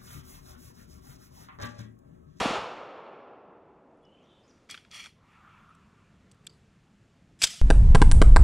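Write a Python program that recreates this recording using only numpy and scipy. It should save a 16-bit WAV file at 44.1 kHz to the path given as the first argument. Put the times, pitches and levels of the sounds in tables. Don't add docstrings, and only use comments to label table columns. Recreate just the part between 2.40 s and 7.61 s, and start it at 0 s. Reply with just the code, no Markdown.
import sys
import numpy as np
from scipy import signal
from scipy.io import wavfile

SR = 44100
rng = np.random.default_rng(int(sys.argv[2]) if len(sys.argv) > 2 else 0)


def generate_wav(sig):
    pcm = np.round(np.clip(np.atleast_2d(sig).T, -1, 1) * 32767).astype(np.int16)
    wavfile.write(sys.argv[1], SR, pcm)


def magnitude_from_level(level_db):
    exponent = np.asarray(level_db, float) / 20
    return 10 ** exponent


N = 229981


def at_hz(points, hz):
    f, level = np.array(points)[:, 0], np.array(points)[:, 1]
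    return np.interp(np.log(hz), np.log(f), level)


def rms_one(x):
    return x / np.sqrt(np.mean(x ** 2) + 1e-20)


def band_pass(x, edges, order):
    return signal.sosfilt(signal.butter(order, edges, "band", fs=SR, output="sos"), x)


def drift(rate):
    r = np.exp(-80 * np.pi * rate / SR)
    slow = signal.lfilter([1], [1, -2 * r, r * r], rng.standard_normal(N // 40 + 2002))[2000:]
    return np.interp(np.arange(N) / 40, np.arange(len(slow)), rms_one(slow))


def ring(clicks, hz, t60):
    r, w = magnitude_from_level(-60 / (t60 * SR)), 2 * np.pi * hz / SR
    return signal.lfilter([0, np.sin(w)], [1, -2 * r * np.cos(w), r * r], clicks + 1e-18)


def swell(rows, t):
    total = 0
    for start, attack, hold, db, fall in rows:
        climb_db = 15 * np.clip(1 - (t - start) / attack, 0, 1)
        fallen_db = fall * np.clip(t - start - attack - hold, 0, 9)
        total = total + (t > start) * magnitude_from_level(db - climb_db - fallen_db)
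    return total


# f/Hz, side minus mid level/dB
AIR_WIDTH = [(30, -24), (240, -36), (950, -42), (3770, -26), (15000, -8)]


def noise_bands():
    edges = 22 * 2 ** np.arange(0, 9.7, 1 / 3)
    centres = np.sqrt(edges[1:] * edges[:-1])
    white, bands = rng.standard_normal((2, 2, N)), []
    for k, hz in enumerate(centres):
        mid, side = band_pass(white[k % 2], edges[k:k + 2], 3)
        bands.append(mid + magnitude_from_level(at_hz(AIR_WIDTH, hz)) * side * [[1], [-1]])
    return centres, bands


def coloured(bank, spectrum, patchy_db):
    return rms_one(sum(magnitude_from_level(at_hz(spectrum, hz) + patchy_db * drift(7)) * band for hz, band in zip(*bank)))


# f/Hz, level/dB per Hz
ROLL_SPECTRUM = [(25, -53), (100, -16.5), (250, -16), (500, -5), (900, -3.5), (1300, -5), (1800, -15),
                 (2800, -10), (5000, -17.5), (9000, -27.5), (15000, -54)]
# f/Hz, loss/dB per s
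AIR_LOSS_RATE = [(30, 42.5), (100, 21), (250, -8.5), (700, 5), (2400, 22), (4000, 47.5), (6000, 62.5),
                 (10000, 107.5), (15000, 153)]


def shot_roll(bank):
    age, together = np.arange(N) / SR, drift(13)
    near_db = -29.5 - 83.5 * np.clip(age - 0.15, 0, 9)
    woods_db = -34 - 13 * age - 25 * np.clip(age - 2.3, 0, 9)
    gains = magnitude_from_level(at_hz(ROLL_SPECTRUM, bank[0]))
    gains = gains / np.sqrt(np.sum(gains ** 2 * bank[0]) / SR)
    roll = 0
    for gain, hz, band in zip(gains, *bank):
        loss = at_hz(AIR_LOSS_RATE, hz)
        near = magnitude_from_level(near_db - loss * 0.76 * age)
        woods = magnitude_from_level(woods_db - loss * 0.63 * (age + 0.09))
        flicker = magnitude_from_level(0.4 * together + 0.6 * drift(11))
        roll = roll + gain * np.hypot(near, woods) * flicker * band
    return magnitude_from_level(3.0) * roll


# t/s, peak level/dB, length/ms
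BANK_SLAPS = [
    (.008, -17.5, 4.5),
    (0.014, -15, 0.88),
    (0.055, -20, 2.13),
    (0.058, -12, 3.5),
    (0.107, -18, 3.1),
    (0.131, -28, 2.6),
]


def slaps():
    out = np.zeros(N)
    for s, db, ms in BANK_SLAPS:
        i, n = round(s * SR), round(ms * SR / 1000)
        out[i:i + n] += magnitude_from_level(db) * np.linspace(1, -1, n)
    return band_pass(out, [220, 1900], 2)


# start t/s, attack/s, hold/s, level/dB, fall/dB per s
OPENING_BASS = [
    (-.01, 0.0067, 0.0012, -30.5, 671),
    (.06, 0.031, .002, -48, 337),
    (.15, 0.043, .002, -52, 805),
    (.2, 0.022, 0.22, -74.5, 58),
]


def opening_bass():
    low = band_pass(rng.standard_normal(N + SR), [18, 90], 2)[SR:]
    return swell(OPENING_BASS, np.arange(N) / SR) * rms_one(low)


# f/Hz, level/dB per Hz
RUMBLE_SPECTRUM = [(20, -13), (45, -12), (80, -6), (120, -7), (180, -2), (260, -14), (400, -19), (700, -24),
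                   (1200, -34), (4000, -80)]
# f/Hz, level/dB per Hz
LEAF_SPECTRUM = [(250, -16), (600, -20), (1000, -15.5), (1500, -0.5), (2200, 0), (3200, -3.5), (5000, -8),
                 (7500, -10), (9500, -21.5), (11500, -24), (15500, -39)]


def surroundings(bank):
    t = np.arange(N) / SR
    rumble_db = -61 - 6 * np.clip(3.0 - t, 0, 9) - 30.5 * np.clip(1 - t, 0, 1)
    dip_db = 12 * np.clip(1 - abs(t - 2.76) / 0.12, 0, 1)
    hiss_db = -75 - 17.5 * np.clip(2.08 - t, 0, 9) - dip_db
    lumps_db = 0.73 * drift(1.9) + 0.48 * drift(9.9)
    rumble = magnitude_from_level(rumble_db + lumps_db) * coloured(bank, RUMBLE_SPECTRUM, patchy_db=2.0)
    return rumble + magnitude_from_level(hiss_db) * coloured(bank, LEAF_SPECTRUM, patchy_db=-0.16)


# f/Hz, level/dB, t60/s
STEEL_MODES = [(750, -6, .005), (1270, -3, .006), (1700, -2, .004), (2250, -2, .005), (2700, -3, .004),
               (3350, -3, .008), (3900, -4, .005), (4450, -1, .006), (5000, -3, .006), (5600, -5, .005),
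               (6700, -6, .004), (7600, -2, .006), (9050, -6, .005), (10200, -11, .003), (11600, -13, .003),
               (13200, -16, .002), (14800, -19, .002)]


def contacts(table, octaves, t60_scale, dry_db, blow, order):
    out, t = np.zeros(N), np.arange(SR // 12) / SR
    for s, db, hz, ms in table:
        age = t * 1000 / max(ms, .1)
        rattle = rng.standard_normal(len(t)) * np.minimum(age * 3, 1) * np.exp(-age)
        rattle[round(ms * 8)] = blow
        rings = 0
        for k, (mode_hz, mode_db, t60) in enumerate(STEEL_MODES):
            level_chance, pitch_chance = rng.standard_normal(2)
            mode = ring(rattle, mode_hz * (1 + 0.0029 * pitch_chance), t60 * t60_scale)
            rings = rings + (-1) ** k * magnitude_from_level(mode_db + 3 * level_chance) * mode
        edges = np.clip(hz * 2. ** np.array([-octaves / 2, octaves / 2]), 300, 19000)
        hit = band_pass(rms_one(rings) + magnitude_from_level(dry_db) * rms_one(rattle), edges, order)
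        i = round(s * SR)
        out[i:i + len(t)] += magnitude_from_level(db) * hit / np.abs(hit).max()
    return out


# t/s, peak level/dB, centre f/Hz, rattle/ms
PIN_TICKS = [
    (1.572, -81, 9730, 2.1),
    (1.628, -80, 10000, 5.),
    (1.651, -63, 5500, 1.5),
    (3.29, -72, 9760, 8.),
    (4.094, -50, 4700, 4.),
    (4.105, -63, 4800, 12),
    (4.121, -65, 4600, 9.2),
    (4.14, -70, 4570, 11.),
]


def pins():
    return contacts(PIN_TICKS, octaves=.18, t60_scale=0.5, dry_db=5, blow=2.3, order=3)


# delay t/s, attack/s, hold/s, level/dB, fall/dB per s
YARD_ECHO = [
    (.001, 0.003, 0.0024, -70, 261),
    (.03, .03, .005, -52, 101),
             (.027, .003, .002, -40, 3500),
]


def yard(x):
    t = np.arange(round(.4 * SR)) / SR
    echo = rng.standard_normal(len(t)) * swell(YARD_ECHO, t)
    echo = band_pass(echo, [1000, 12000], 1)
    stretch = np.minimum(t // .016, 13)
    out = 0
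    for k in range(14):
        side_facing = x * np.sign(drift(600))
        out = out + signal.fftconvolve(side_facing, echo * (stretch == k))[:N]
    return out


# start t/s, length/s, from f/Hz, to f/Hz, level/dB
BIRD_NOTES = [(1.62, .04, 3350, 3380, -83), (1.635, .075, 3000, 2880, -74), (1.70, .11, 3000, 3150, -75),
              (1.74, .08, 2700, 2550, -77), (1.80, .06, 2650, 3500, -76), (1.86, .14, 3200, 3050, -77),
              (1.85, .2, 3600, 3480, -75), (1.825, .04, 6800, 4800, -81), (2.025, .045, 4750, 5350, -79),
              (2.075, .043, 7300, 4550, -72), (2.075, .055, 6000, 5750, -80)]


def bird():
    out, t = np.zeros(N), np.arange(N) / SR
    rough = np.clip(.1 + 2.95 * (t - 1.62), 0, .7)
    for s, length, from_hz, to_hz, db in BIRD_NOTES:
        along = np.clip((t - s) / length, 0, 1)
        level_db = db + np.interp(along, [0, .35, 1], [-6, 0, -5])
        edge = np.clip(np.minimum(t - s, s + length - t) / 0.0044, 0, 1)
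        glide_hz = from_hz + (to_hz - from_hz) * along
        phase = 2 * np.pi * np.cumsum(glide_hz * (1 + 0.0275 * rough * drift(180.0))) / SR
        flutter = 1 - 0.71 * rough + rough * drift(200)
        out += edge * magnitude_from_level(level_db + 8) * flutter * np.sin(phase)
    echo_t = np.arange(SR // 3) / SR
    trees = rng.standard_normal(SR // 3) * magnitude_from_level(-35 - 110 * echo_t)
    return out + signal.fftconvolve(out, trees)[:N]


# f/Hz, level/dB per Hz
SLOPE_SPECTRUM = [(500, -23), (800, -2), (1200, 7.5), (1700, -3.5), (2400, -3), (3400, -14.5), (5000, -30),
                  (8000, -37)]
# start t/s, attack/s, hold/s, level/dB, fall/dB per s
SLOPE_RETURN = [
    (1.75, 0.088, 0.56, -74, 36),
    (2.76, 0.16, 0.078, -60.5, 26.5),
    (2.9, 0.22, 0.2, -72, 5),
]


def far_slope(bank):
    noise = coloured(bank, SLOPE_SPECTRUM, patchy_db=3.0)
    return swell(SLOPE_RETURN, np.arange(N) / SR) * np.roll(noise, SR, axis=1)


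def scrape(strokes, modes, rasp_db):
    sizes_db = 2.2 * np.minimum(rng.exponential(1, N), 3) + .8 * drift(90)
    slips = magnitude_from_level(sizes_db) * rng.choice([-1, 1], N)
    slips = slips * (rng.random(N) < 9000 / SR)
    rings = 0
    for k, (hz, width, db) in enumerate(modes):
        rings = rings + (-1) ** k * magnitude_from_level(db) * rms_one(ring(slips, hz, 2.2 / width))
    rasp = band_pass(slips, [1200, 7000], 2)
    sound = rms_one(rms_one(rings) + magnitude_from_level(rasp_db) * rms_one(rasp))
    return swell(strokes, np.arange(N) / SR) * sound


# t/s, peak level/dB, centre f/Hz, rattle/ms
MAGAZINE_CLICKS = [(2.2925, -48, 2200, 1), (2.296, -40, 930, 1.04), (2.2995, -37.5, 4200, 3.1),
                   (2.3098, -31, 5400, 3.2), (2.330, -49, 3100, 2.5), (2.344, -28, 2040, 0.4),
                   (2.3465, -36, 1890, 3.4), (2.357, -56, 2500, 1.7), (2.3755, -37.5, 1900, 3.7),
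                   (2.449, -46.5, 1890, 2.58), (2.5125, -40, 4000, 3.9), (2.641, -41, 3020, 3.4),
                   (2.6595, -32.5, 2020, 1.3), (2.6655, -42.5, 1330, 3.4)]
# start t/s, attack/s, hold/s, level/dB, fall/dB per s
MAGAZINE_STROKES = [
    (2.29, 0.011, 0.014, -47.5, 208),
    (2.33, 0.0092, 0.016, -71, 274),
    (2.508, 0.038, 0.021, -45, 213),
    (2.585, 0.013, 0.0035, -50, 330),
    (2.63, 0.011, 0.026, -56, 450),
]
# f/Hz, width/Hz, level/dB
WELL_MODES = [(1280, 120, -9), (1900, 300, -10), (2350, 260, -1), (2850, 260, -6), (3340, 70, -1),
              (4300, 200, -6), (5750, 250, -11), (7600, 250, -16), (9000, 400, -22)]


def magazine():
    clicks = contacts(MAGAZINE_CLICKS, octaves=1.3, t60_scale=0.73, dry_db=1.6, blow=4.1, order=2)
    return clicks + magnitude_from_level(1.5) * scrape(MAGAZINE_STROKES, WELL_MODES, rasp_db=-9.0)


# t/s, peak level/dB, centre f/Hz, rattle/ms
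CATCH_TICKS = [
    (3.349, -59, 5500, 3.),
    (3.914, -49, 4500, 1.8),
    (3.919, -51, 6000, 1.8),
    (3.944, -66, 6500, 4.),
    (4.042, -68, 6000, 12.),
    (4.053, -61, 2400, 2.5),
    (4.067, -35, 4800, 1.1),
    (4.0695, -30, 4000, 1.1),
    (4.074, -38, 3000, 1.6),
]


def catches():
    return contacts(CATCH_TICKS, octaves=1.7, t60_scale=0.68, dry_db=-1.3, blow=1.7, order=2)


# t/s, peak level/dB, centre f/Hz, rattle/ms
SLIDE_HITS = [
    (5.0178, -16, 2600, 1.1),
    (5.0185, -34, 700, 2.5),
    (5.0218, -12, 3600, .9),
    (5.0268, -17, 3600, 1.1),
    (5.0348, -22, 3000, 1.3),
    (5.0397, -1, 3800, .6),
    (5.040, -25, 1100, 3.5),
]
# t/s, peak level/dB, centre f/Hz, rattle/ms
SPRING_HITS = [
    (5.029, -26, 7360, 2.3),
    (5.0345, -17, 7560, 2.3),
    (5.038, -22, 7200, 0.3),
]
# start t/s, attack/s, hold/s, level/dB, fall/dB per s
RAIL_STROKES = [
    (4.99, 0.02, 0.0033, -49, 300),
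    (5.019, 0.0158, .004, -22, 704),
]
# f/Hz, width/Hz, level/dB
RAIL_MODES = [(1460, 510, -4.5), (3090, 1400, 3), (4200, 2400, -9.5), (5000, 310, 0), (7510, 680, -3.5),
              (9160, 850, -2)]


def slide_snap():
    bounces = [(5.0428 + .0044 * k, -7 - 7 * k, 4500, .8) for k in range(3)]
    hits = contacts(SLIDE_HITS + bounces, octaves=.8, t60_scale=0.71, dry_db=0.99, blow=6.5, order=1)
    spring = contacts(SPRING_HITS, octaves=.18, t60_scale=0.73, dry_db=1.4, blow=3.4, order=2)
    return hits + spring + scrape(RAIL_STROKES, RAIL_MODES, rasp_db=-2.6)


def low_thump():
    push = np.clip(np.arange(N) / SR - 5.036, 0, 1) / 0.0036
    return magnitude_from_level(-23.0) * push * (1 - push / 2) * np.exp(-push)


def scene():
    bank = noise_bands()
    shot = shot_roll(bank) + slaps() + opening_bass()
    handling = pins() + magazine() + catches()
    snap = slide_snap()
    pistol = handling + snap + yard(snap + magnitude_from_level(-6.5) * handling)
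    treble = signal.sosfiltfilt(signal.butter(2, 11500, "high", fs=SR, output="sos"), pistol)
    apart = magnitude_from_level(-7) * treble + magnitude_from_level(-19) * np.gradient(pistol)
    air = surroundings(bank) + far_slope(bank) + bird()
    return shot + low_thump() + air + pistol + apart * [[-1], [1]]


def roll_off(x):
    return signal.sosfilt(signal.butter(12, 15780, fs=SR, output="sos"), x)


# f/Hz, width/Hz, boost level/dB
HOUSING_MODES = [(7500, 700, 2.5), (8350, 450, -6), (9200, 800, 4)]


def record(dry):
    for hz, width, boost_db in HOUSING_MODES:
        r = np.exp(-np.pi * width / SR)
        poles = [1, -2 * r * np.cos(2 * np.pi * hz / SR), r * r]
        band = signal.lfilter((1 - r * r) / 2 * np.array([1, 0, -1]), poles, dry)
        dry = dry + (magnitude_from_level(boost_db) - 1) * band
    held = np.clip(dry, -.83, .83)
    mix = signal.sosfilt(signal.cheby2(10, 60, 16200, fs=SR, output="sos"), held)
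    return roll_off(mix)


dry = scene()
out = record(dry)
generate_wav(out)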